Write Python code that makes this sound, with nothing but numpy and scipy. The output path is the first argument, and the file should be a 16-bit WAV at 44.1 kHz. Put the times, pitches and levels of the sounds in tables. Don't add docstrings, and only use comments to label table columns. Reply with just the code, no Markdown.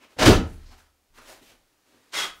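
import sys
import numpy as np
from scipy import signal
from scipy.fft import rfft, irfft
from scipy.io import wavfile
from scipy.ndimage import uniform_filter1d

SR = 44100
rng = np.random.default_rng(int(sys.argv[2]) if len(sys.argv) > 2 else 0)


def master_out(mix):
    frames = np.transpose(np.atleast_2d(mix))
    ceiling = np.clip(frames, -1, 1)
    pcm = np.round(ceiling * 32767).astype(np.int16)
    wavfile.write(sys.argv[1], SR, pcm)


N = 105840


def from_db(db):
    return 10 ** (np.asarray(db) / 20)


def rms_one(x):
    return x / np.sqrt(np.mean(x ** 2) + 1e-20)


def seconds():
    return np.arange(N) / SR


def spectrum_hz():
    return np.arange(N // 2 + 1) * SR / N


def at_hz(points, hz):
    table = np.array(points)
    return np.interp(np.log(np.maximum(hz, 1)), np.log(table[:, 0]), table[:, 1])


def tilted(colour, tilt_db):
    return [(hz, db + tilt_db * np.log2(hz)) for hz, db in colour]


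def noise(colour):
    hz = spectrum_hz()
    spectrum = rfft(rng.standard_normal(N))
    audible = hz > 18
    return rms_one(irfft(spectrum * from_db(at_hz(colour, hz)) * audible, N))


def resonate(x, hz, width_hz):
    radius = np.exp(-np.pi * width_hz / SR)
    zeros = np.array([1, 0, -1]) * (1 - radius * radius) / 2
    poles = [1, -2 * radius * np.cos(2 * np.pi * hz / SR), radius * radius]
    return signal.lfilter(zeros, poles, x)


def with_rings(flow, rings):
    ringing = sum(from_db(db) * resonate(flow, hz, width) for hz, width, db in rings)
    return rms_one(flow + ringing)


def swing(hz, width_hz, evenness):
    narrow = resonate(rng.standard_normal(N), hz, width_hz)
    x = resonate(narrow, hz, 2 * width_hz)
    envelope = np.abs(signal.hilbert(x))
    return rms_one(x / envelope ** evenness)


def flutter(depth_db, rate_hz=130):
    lowpass = signal.butter(2, rate_hz, fs=SR, output="sos")
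    slow = signal.sosfilt(lowpass, rng.standard_normal(N))
    return from_db(depth_db * rms_one(slow))


def gust(s, db, rise, hold, fall_db_per_s):
    t = seconds() - s
    swell = np.clip(1 + t / rise, 0, 1) ** 2
    level_db = db - fall_db_per_s * np.maximum(t - hold, 0)
    return swell * from_db(np.maximum(level_db, -200))


def gusts(rows, fall_db_per_s):
    return np.sqrt(sum(gust(*row, fall_db_per_s) ** 2 for row in rows))


def jets(rows, colour, rings, fall_db_per_s):
    out = np.zeros(N)
    for s, db, rise, hold, tilt in rows:
        gas = with_rings(noise(tilted(colour, tilt)), rings)
        out += gas * gust(s, db, rise, hold, fall_db_per_s)
    return out


# f/Hz, relative level/dB per Hz
STILL_AIR_COLOUR = [(25, 0), (80, -2), (160, -5.5), (300, -1.5), (700, -4), (2000, -9.5), (6000, -12),
                    (15500, -16.5)]
STILL_AIR_DB = -70.5


def still_air():
    return from_db(STILL_AIR_DB) * noise(STILL_AIR_COLOUR)


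# t/s at full strength, level/dB, rise/s, hold/s
RUMBLE_SURGES = [(.215, -30, 0.03, 0.036), (.265, -24, 0.067, .07), (.55, -50.5, .1, 0.14),
                 (1.11, -63, .035, 0.035), (1.17, -56.5, .04, 0.053), (1.33, -70.5, .05, 0.3),
                 (2.15, -64, 0.043, 0.36)]
# f/Hz, relative level/dB per Hz
RUMBLE_COLOUR = [(20, 4), (35, 4), (60, -9), (90, -10.5), (160, -20), (400, -43.5), (2000, -88)]
RUMBLE_FALL_DB_PER_S = 124.5


def rumble():
    return noise(RUMBLE_COLOUR) * gusts(RUMBLE_SURGES, RUMBLE_FALL_DB_PER_S)


# t/s at full strength, level/dB, f/Hz, width/Hz of the narrower resonator
SMALL_KNOCKS = [(1.185, -51.5, 1230, 400), (1.417, -54.5, 252, 158), (1.712, -72.5, 241.6, 159.5)]
KNOCK_RISE_S, KNOCK_HOLD_S, KNOCK_FALL_DB_PER_S = .005, 0.0037, 295


def knocks():
    out = np.zeros(N)
    for s, db, hz, width in SMALL_KNOCKS:
        envelope = gust(s, db, KNOCK_RISE_S, KNOCK_HOLD_S, KNOCK_FALL_DB_PER_S)
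        out += swing(hz, width, evenness=1.0) * envelope
    return out


# t/s at full strength, level/dB, rise/s, hold/s,
# resonance f/Hz, gain/dB of the added resonance, tilt/dB per octave
SOFT_HISSES = [(0, -66, .02, 0.029, 300, 7, -0.5), (0.03, -54.5, 0.059, 0.014, 2480, 1.5, -1),
               (0.107, -60, 0.036, 0.026, 340, -13, 0), (.17, -47.5, 0.0096, 0.011, 495, -2, -3),
               (0.476, -59.5, 0.081, 0.067, 9900, -3, 1.5), (0.572, -62, 0.059, 0.071, 1500, -22, 0),
               (.665, -59, 0.023, 0.053, 4966, 8.5, -0.5), (.72, -55, 0.021, 0.018, 850, 3, 0),
               (0.782, -57, 0.019, .012, 1390, 3, 2), (0.836, -68, .03, 0.036, 1354, 3, 1),
               (1.159, -57.5, 0.044, 0.019, 1090, -8.5, 1), (1.178, -51, 0.011, .004, 1674, -1, 0),
               (1.221, -55, 0.035, 0.09, 600, -6, 0.7), (1.287, -48.5, 0.057, 0.04, 670, 3, 1.5),
               (1.365, -57.5, 0.022, 0.024, 603, -21.5, 0), (1.426, -58, 0.028, 0.073, 2980, -1.5, 3),
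               (1.5, -57.5, 0.025, 0.026, 3150, -14, -0.5), (1.571, -73.5, .04, 0.28, 300.7, -1, 1.5),
               (1.875, -65, .06, 0.25, 300, -2.5, 0.5), (1.942, -63.5, 0.048, .025, 497, -5.5, -2),
               (2.35, -63, 0.036, .05, 1290, -8, 7)]
# f/Hz, relative level/dB per Hz
HISS_COLOUR = [(30, -10), (90, -6), (180, -7), (265, 3.5), (400, 1), (700, -1), (1500, -2.5), (2500, -4.5),
               (5500, -9), (10000, -16), (15500, -21.5)]
HISS_FALL_DB_PER_S, HISS_Q, HISS_FLUTTER_DB = 284, 2.5, 0.5


def hisses():
    out = np.zeros(N)
    for s, db, rise, hold, hz, gain_db, tilt in SOFT_HISSES:
        air = noise(tilted(HISS_COLOUR, tilt))
        hiss = with_rings(air, [(hz, hz / HISS_Q, gain_db)])
        out += hiss * gust(s, db, rise, hold, HISS_FALL_DB_PER_S)
    return out * flutter(HISS_FLUTTER_DB)


# t/s at full strength, level/dB, rise/s, hold/s, f/Hz
WHISTLE_CATCHES = [(2.14, -56, 0.017, .006, 3400), (2.161, -30, 0.021, .004, 2080),
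                   (2.185, -33.5, 0.03, 0.0096, 3325), (2.214, -27, .012, .005, 3293),
                   (2.231, -40.5, 0.024, 0.024, 1238), (2.234, -40.5, 0.029, 0.0054, 3340)]
WHISTLE_WIDTH_HZ = 49
WHISTLE_FALL_DB_PER_S = 420


def whistle():
    out = np.zeros(N)
    for s, db, rise, hold, hz in WHISTLE_CATCHES:
        tone = swing(hz, WHISTLE_WIDTH_HZ, evenness=0.49)
        out += tone * gust(s, db, rise, hold, WHISTLE_FALL_DB_PER_S)
    return out


# t/s at full strength, level/dB, rise/s, hold/s, tilt/dB per octave
WHOOSH_SPURTS = [(2.144, -31.5, 0.03, 0.038, 0), (2.18, -28.5, 0.057, .038, -0.45),
                 (2.232, -32, 0.046, 0.018, -1.3), (2.29, -52.5, 0.033, 0.013, -2)]
# f/Hz, relative level/dB per Hz
WHOOSH_COLOUR = [(40, -41), (150, -14.5), (350, -9), (700, -5), (1250, -1), (2400, -1), (3400, -2.5),
                 (4600, -4), (6500, -6), (10000, -13.5), (15500, -24)]
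# f/Hz, width/Hz, gain/dB of the added resonance
WHOOSH_RINGS = [(1245, 130, -13), (1492, 55, -6), (2004, 55, -8), (3330, 130, 1.5), (3700, 22, 7),
                (5370, 37, -5)]
WHOOSH_FALL_DB_PER_S, WHOOSH_FLUTTER_DB = 380, 1.13


def whoosh():
    gas = jets(WHOOSH_SPURTS, WHOOSH_COLOUR, WHOOSH_RINGS, WHOOSH_FALL_DB_PER_S)
    return gas * flutter(WHOOSH_FLUTTER_DB)


# f/Hz, starting level/dB before the soft onset, t60/s
LOW_MODES = [(28.5, -26, .8), (42.5, -25, .7), (74, -25, .85), (81, -15.5, .45), (110, -20, .4),
             (150, -31, .42), (205, -29, .38), (276, -29, .42)]
THUMP_S, THUMP_RISE_S = 0.3, 0.0032


def thump():
    t = np.maximum(seconds() - THUMP_S, 0)
    rings = np.zeros(N)
    for hz, db, t60 in LOW_MODES:
        rings += from_db(db - 60 * t / t60) * np.sin(2 * np.pi * hz * t)
    soft_onset = 1 - np.exp(-t / THUMP_RISE_S)
    return rings * soft_onset


# t/s at full strength, level/dB, rise/s, hold/s,
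# f/Hz, width/Hz of the narrower resonator
INTAKE_BOOMS = [(.226, -22, 0.017, 0.062, 330, 150), (.286, -6, 0.044, 0.0069, 325, 88),
                (.32, -15, .012, 0.0027, 365, 140), (.274, -12, .025, 0.035, 95, 51),
                (.37, -30.5, .04, 0.049, 220, 87)]
BOOM_FALL_DB_PER_S, BOOM_EVENNESS = 409.5, .85


def boom():
    out = np.zeros(N)
    for s, db, rise, hold, hz, width in INTAKE_BOOMS:
        gas = swing(hz, width, BOOM_EVENNESS)
        out += gas * gust(s, db, rise, hold, BOOM_FALL_DB_PER_S)
    return out


# t/s at full strength, level/dB, rise/s, hold/s, tilt/dB per octave
FLAME_PUFFS = [(.196, -22.5, .018, 0.039, 0.17), (.224, -17, .026, .01, -0.8),
               (.261, -13, .018, 0.016, 1.42), (0.303, -22, .025, 0.033, -1.36)]
# f/Hz, relative level/dB per Hz
FLAME_COLOUR = [(40, -14), (120, -2.5), (300, 0), (600, -1), (1000, -3.5), (2200, -6), (3200, -9),
                (6000, -12), (9000, -22), (15500, -33)]
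# f/Hz, width/Hz, gain/dB of the added resonance
THROAT_RINGS = [(626.5, 24, 2), (739, 37, -2), (1366, 43, 2.5), (1745, 42, -6), (2970, 240, -4.5)]
PUFF_FALL_DB_PER_S, PUFF_FLUTTER_DB = 330.5, 0.3


def flame():
    puffs = jets(FLAME_PUFFS, FLAME_COLOUR, THROAT_RINGS, PUFF_FALL_DB_PER_S)
    return puffs * flutter(PUFF_FLUTTER_DB)


# f/Hz, t60/s
GARAGE_DECAY = [(60, 0.54), (200, 0.44), (500, .35), (1000, .32), (4000, 0.26), (12000, 0.2)]
GARAGE_DELAY_S, GARAGE_SMOOTH_HZ = .005, 40


def garage(x):
    t, hz = seconds(), spectrum_hz()
    white = rfft(rng.standard_normal(N))
    tail = np.zeros(N)
    edges = 30 * 2. ** np.arange(11)
    for low, high in zip(edges, edges[1:]):
        t60 = at_hz(GARAGE_DECAY, np.sqrt(low * high))
        band = irfft(white * (hz >= low) * (hz < high), N)
        tail += band * np.exp(-np.log(1000) * t / t60)
    response = rfft(tail)
    power = uniform_filter1d(np.abs(response) ** 2, size=int(GARAGE_SMOOTH_HZ * N / SR))
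    tail = irfft(response / np.sqrt(power), N) * (t > GARAGE_DELAY_S) * (t < 1)
    unit_energy = tail / np.sqrt(np.sum(tail ** 2))
    return signal.fftconvolve(x, unit_energy)[:N]


GARAGE_DB, BOOM_GARAGE_DB = -6.5, -12.5


def scene():
    near = flame() + whoosh() + whistle() + hisses() + knocks()
    blast = boom()
    reflections = garage(from_db(GARAGE_DB) * near + from_db(BOOM_GARAGE_DB) * blast)
    mix = near + blast + reflections + thump() + rumble() + still_air()
    return mix[None]


OVERLOAD, OVERLOAD_HARDNESS = .72, 3.7
CUTOFF_HZ = 15700


def record(dry):
    bend = 1 + np.abs(dry / OVERLOAD) ** OVERLOAD_HARDNESS
    flattened = dry / bend ** (1 / OVERLOAD_HARDNESS)
    lowpass = signal.ellip(12, .1, 80, CUTOFF_HZ, fs=SR, output="sos")
    return signal.sosfilt(lowpass, flattened)


dry = scene()
out = record(dry)
master_out(out)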